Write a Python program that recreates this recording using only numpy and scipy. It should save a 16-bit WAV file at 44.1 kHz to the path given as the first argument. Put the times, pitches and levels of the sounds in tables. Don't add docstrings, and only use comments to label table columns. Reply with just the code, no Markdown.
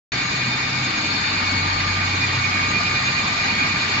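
import sys
import numpy as np
from scipy import signal
from scipy.fft import rfft, irfft
from scipy.io import wavfile

SR = 44100
rng = np.random.default_rng(int(sys.argv[2]) if len(sys.argv) > 2 else 0)


def master(y):
    cut = np.clip(np.atleast_2d(y).T, -1, 1)
    pcm = np.round(cut * 32767)
    wavfile.write(sys.argv[1], SR, pcm.astype(np.int16))


N = 176400
t = np.arange(N) / SR


def undb(db):
    return 10 ** (np.asarray(db) / 20)


def pan(db):
    return undb(np.array([[db], [-db]]) / 2)


def curve(rows, column=1):
    rows = np.array(rows)
    return np.interp(t, rows[:, 0], rows[:, column])


def stereo_gain(rows):
    return undb([curve(rows, 1), curve(rows, 2)])


def over_hz(rows, hz):
    rows = np.array(rows)
    return np.interp(np.log(hz + 1), np.log(rows[:, 0]), rows[:, 1])


def swells(rows, width_s=.025):
    return sum(db * np.exp(-((t - at) / width_s) ** 2) for at, db in rows)


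def walk(rate, channels=1):
    size = 4096
    hz = np.arange(size // 2 + 1) * SR / (2 * N)
    slow = irfft(rfft(rng.standard_normal((channels, size))) / (1 + (2 * hz / rate) ** 2))
    slow /= slow.std(axis=1, keepdims=True)
    return np.array([np.interp(np.arange(N) * size / (2 * N), np.arange(size), row) for row in slow])


def hall_tone(phase, jitter_rad, fade_db, fade_rate, lead_rad=.77, drift_rad=.44):
    shift = np.array([[lead_rad], [0]]) + drift_rad * walk(.73, channels=2)
    fade = undb(fade_db * (walk(fade_rate, channels=2) + walk(fade_rate)) / np.sqrt(2))
    return np.sqrt(2) * np.sin(phase + shift + jitter_rad * walk(55, channels=2)) * fade


# base level/dB, left-right/dB, throb depth/dB, throb position/turn
MESH_HARMONICS = [(-40, 3, 3, .48), (-29.3, 0, 5.2, .05), (-45, 0, 2.5, .98), (-45, 2, 2, .7)]
# t/s, gain of harmonic 1/dB, gain of harmonic 3/dB
HALL_GAIN = [(.2, -1.5, 5.5), (1.2, 0.5, 7.5), (1.7, 9, -0.5), (2.3, 3, 9.5), (2.6, 8.5, -3), (3, 3.5, 6),
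             (4, 2.5, 7.5)]
# t/s, left gain/dB, right gain/dB
HOUSING_RESONANCE = [(.2, -4.7, -5.2), (1.4, -5, -3.5), (1.75, -9, -4), (2.15, -7, -3), (2.45, -9, 1.8),
                     (2.8, -6, 3.6), (3.25, -6.5, 3), (3.55, -8, 1.8), (3.95, -7, 0)]
# t/s, gain/dB
MESH_SURGES = [(.405, 5), (1.39, 4), (1.46, 4), (2.24, 7.5), (2.455, 1.5), (2.775, 3), (2.885, 1.5),
               (3.2, 3), (3.625, 5), (3.82, 1.5)]


def gear_mesh(shaft_angle):
    teeth, swing_rad, fastest_turn = 128, .5, .99
    phase = teeth * shaft_angle + swing_rad * np.sin(shaft_angle - 2 * np.pi * fastest_turn)
    housing = stereo_gain(HOUSING_RESONANCE) * undb(swells(MESH_SURGES))
    paths = [undb(curve(HALL_GAIN, 1)), housing, undb(curve(HALL_GAIN, 2)), 1]
    out = 0
    for k, ((db, side_db, throb_db, position), path) in enumerate(zip(MESH_HARMONICS, paths), 1):
        level_db = db + throb_db * np.cos(shaft_angle - 2 * np.pi * position)
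        if k == 2:
            whine = hall_tone(k * phase, .3, fade_db=.7, fade_rate=7, lead_rad=.3, drift_rad=.4)
        else:
            whine = hall_tone(k * phase, .6, fade_db=2, fade_rate=51, lead_rad=-.8, drift_rad=1)
        out = out + undb(level_db) * pan(side_db) * path * whine
    return out


def resonance(hz, width_hz):
    phase = 2 * np.pi * hz * t
    rate = width_hz * np.pi / 2
    return walk(rate, channels=2) * np.cos(phase) + walk(rate, channels=2) * np.sin(phase)


# f/Hz, nominal bandwidth/Hz, level/dB, left-right/dB
PANEL_MODES = [(730, 40, -49, -2), (2535, 50, -45, -6), (2757, 20, -46, -4), (3622, 35, -42.5, -1),
               (4050, 35, -44, 1)]


def casing(shaft_angle):
    throb = undb(-39 + 4 * np.cos(shaft_angle))
    housing = np.sqrt(stereo_gain(HOUSING_RESONANCE)) * throb * resonance(2385, width_hz=60)
    panels = sum(undb(db) * pan(side_db) * resonance(hz, width_hz)
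                 for hz, width_hz, db, side_db in PANEL_MODES)
    return housing + panels


# t/s, left relative level/dB, right relative level/dB
SPINDLE_FUNDAMENTAL = [(0.2, -40, -40), (0.82, -38, -37), (1.12, -51, -37), (1.26, -42, -49),
                       (1.41, -37, -35), (1.56, -33, -35), (1.77, -40, -41), (2.0, -42, -32),
                       (2.3, -40, -40), (2.47, -38, -30), (2.66, -34, -31), (2.78, -44, -37),
                       (2.92, -39, -34), (3.04, -45, -39), (3.17, -43, -36), (3.44, -35, -40),
                       (3.63, -40, -30), (3.74, -42, -32), (3.81, -48, -40), (3.92, -40, -35)]
# t/s, left relative level/dB, right relative level/dB
SPINDLE_OCTAVE = [(.15, -39, -41), (.3, -47, -45), (.5, -37, -44), (.66, -48, -47), (1, -41, -44),
                  (1.06, -35, -47), (1.13, -32, -47), (1.24, -33, -48), (1.36, -34, -39), (1.5, -38, -43),
                  (1.75, -34, -45), (2.52, -46, -48), (2.96, -39.5, -41.5), (3.08, -44, -46),
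                  (3.19, -46, -36), (3.33, -50, -46), (3.53, -38.5, -44.5), (3.7, -46, -45),
                  (3.86, -40.5, -45.5)]
# t/s, gain/dB
SPINDLE_CHIRPS = [(.27, 6), (.38, 5), (.6, 5), (.84, 6.5), (.99, 9), (1.28, 5), (2.05, 4.5), (2.45, 4.5),
                  (2.72, 8), (3.06, 10), (3.15, 6), (3.46, 10)]


def spindle(clock, hz=2217.4):
    phase = hz * clock
    first = hall_tone(phase, jitter_rad=.3, fade_db=1, fade_rate=30, lead_rad=.4, drift_rad=.2)
    second = hall_tone(2 * phase, jitter_rad=.6, fade_db=2.2, fade_rate=45, lead_rad=1.3, drift_rad=.25)
    third = hall_tone(3 * phase, jitter_rad=1.05, fade_db=2.8, fade_rate=40)
    return (undb(5.3) * stereo_gain(SPINDLE_FUNDAMENTAL) * first
            + undb(6.3) * stereo_gain(SPINDLE_OCTAVE) * second
            + undb(-46.5 + swells(SPINDLE_CHIRPS)) * pan(6) * third)


# f/Hz, relative level/dB, left-right/dB
ROLLER_TONES = [(404, -55, 1), (432, -54, 0), (918, -52, 0), (1034, -53, 4), (1579, -48, 9), (1837, -46, 3),
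                (2019, -48, 0), (2783, -50, -3), (3967, -51, 2), (4041, -42, 2), (4116, -47, 2),
                (5050, -54, 2)]


def rollers(clock):
    out = 0
    for hz, db, side_db in ROLLER_TONES:
        whine = hall_tone(hz * clock, jitter_rad=.5, fade_db=3, fade_rate=16, lead_rad=.65)
        out = out + undb(db - .5) * pan(side_db) * whine
    return out


# t/s, relative level/dB
STANDING_WAVE = [(0.15, -56), (0.24, -45), (1.17, -36.5), (1.59, -28), (2.17, -27.5), (3.13, -37),
                 (3.95, -36.5), (3.97, -43)]
# f/Hz, mean level/dB
MOTOR_TONES = [(44, -55.5), (61.5, -54.5), (74.5, -53), (123, -52.5), (127.2, -42), (155.5, -52),
               (182, -57), (247, -45.5), (287, -53), (302, -55)]


def motors(clock, hum_hz=94.1):
    hum = undb(curve(STANDING_WAVE) - 2) * np.sin(hum_hz * clock)
    low_tones = sum(undb(db + 5.74 * walk(1.8)) * np.sin(hz * clock + .96 * walk(3.6))
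                    for hz, db in MOTOR_TONES)
    return np.sqrt(2) * (hum + low_tones)


# f/Hz, correlation coefficient
COHERENCE = [(100, .9997), (200, 1), (290, 0.97), (400, 0.85), (520, 0.076), (900, 0.6), (1700, 0.052),
             (3000, 0.073), (7500, 0.28)]
# f/Hz, relative spectral density level/dB
ROAR_SPECTRUM = [(25, -69.5), (45, -71), (100, -58), (150, -54), (250, -56), (380, -64), (520, -66),
                 (700, -63), (880, -57.5), (1050, -60.5), (1170, -55), (1330, -60), (1520, -56),
                 (1720, -59.5), (1950, -54.5), (2120, -58), (2260, -55), (2400, -53.5), (2620, -62.5),
                 (2780, -60.5), (2950, -63.5), (3440, -64.5), (3620, -63.5), (3850, -64), (4040, -58),
                 (4230, -67), (4480, -58.5), (4700, -63), (5000, -64), (5600, -69), (6350, -77.5),
                 (6650, -66.5), (6950, -79), (7500, -83)]
# f/Hz, left-right/dB
ROAR_SIDES = [(300, 0), (600, -3), (900, 0), (1200, 3), (1400, 5), (1700, 6), (2050, 1), (2400, -4),
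              (2850, -5), (3450, 0), (4200, 1), (4800, 3), (5900, -1), (6400, 0), (7000, 7)]
# t/s, gain/dB
APPROACH_GAIN = [(.12, -2.05), (.7, -2.5), (1.2, -1.34), (2, -2), (3, -1), (4, -0.1)]


def roar(left_lag_s=.00029, mono_below_hz=384):
    hz = np.arange(N // 2 + 1) * SR / N
    coherence = np.clip(over_hz(COHERENCE, hz), -1, 1)
    mid, side = rfft(rng.standard_normal((2, N)))
    opposed = np.array([[1], [-1]])
    spectrum = np.sqrt((1 + coherence) / 2) * mid + np.sqrt((1 - coherence) / 2) * side * opposed
    spectrum[0] *= np.exp(-2j * np.pi * hz * left_lag_s * (hz > mono_below_hz))
    balance_db = opposed * over_hz(ROAR_SIDES, hz) / 2
    sizzle_db = 8.5 * np.exp(-((hz - 7274) / 300) ** 2)
    spectrum *= undb(over_hz(ROAR_SPECTRUM, hz) + sizzle_db + balance_db) * np.sqrt(SR / 2)
    edges_hz = [0, 160, 320, 640, 820, 1000, 1300, 1550, 1800, 2100, 2300, 2520, 3000, 3500, 3900,
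                4300, 4700, 5400, 6400, 9000]
    out = 0
    for low, high in zip(edges_hz, edges_hz[1:]):
        band = irfft(spectrum * ((hz >= low) & (hz < high)), N)
        drift_db = -.12 * walk(.96, channels=2)
        flicker_db = 1.88 * walk(41)
        out = out + band * undb(drift_db + flicker_db)
    return out * undb(curve(APPROACH_GAIN))


def scene(shaft_hz=9.429):
    speed = 1 + .0002 * walk(1.5)[0]
    clock = 2 * np.pi * np.cumsum(speed) / SR
    shaft_angle = shaft_hz * clock
    tones = gear_mesh(shaft_angle) + spindle(clock) + rollers(clock) + motors(clock)
    return tones + casing(shaft_angle) + roar()


def record(dry, start_s=.119, cutoff_hz=7500):
    gate = np.clip((t - start_s) / .002, 0, 1)
    low_pass = signal.ellip(12, .2, 80, cutoff_hz, fs=SR, output="sos")
    return signal.sosfilt(low_pass, dry * gate)


dry = scene()
out = record(dry)
master(out)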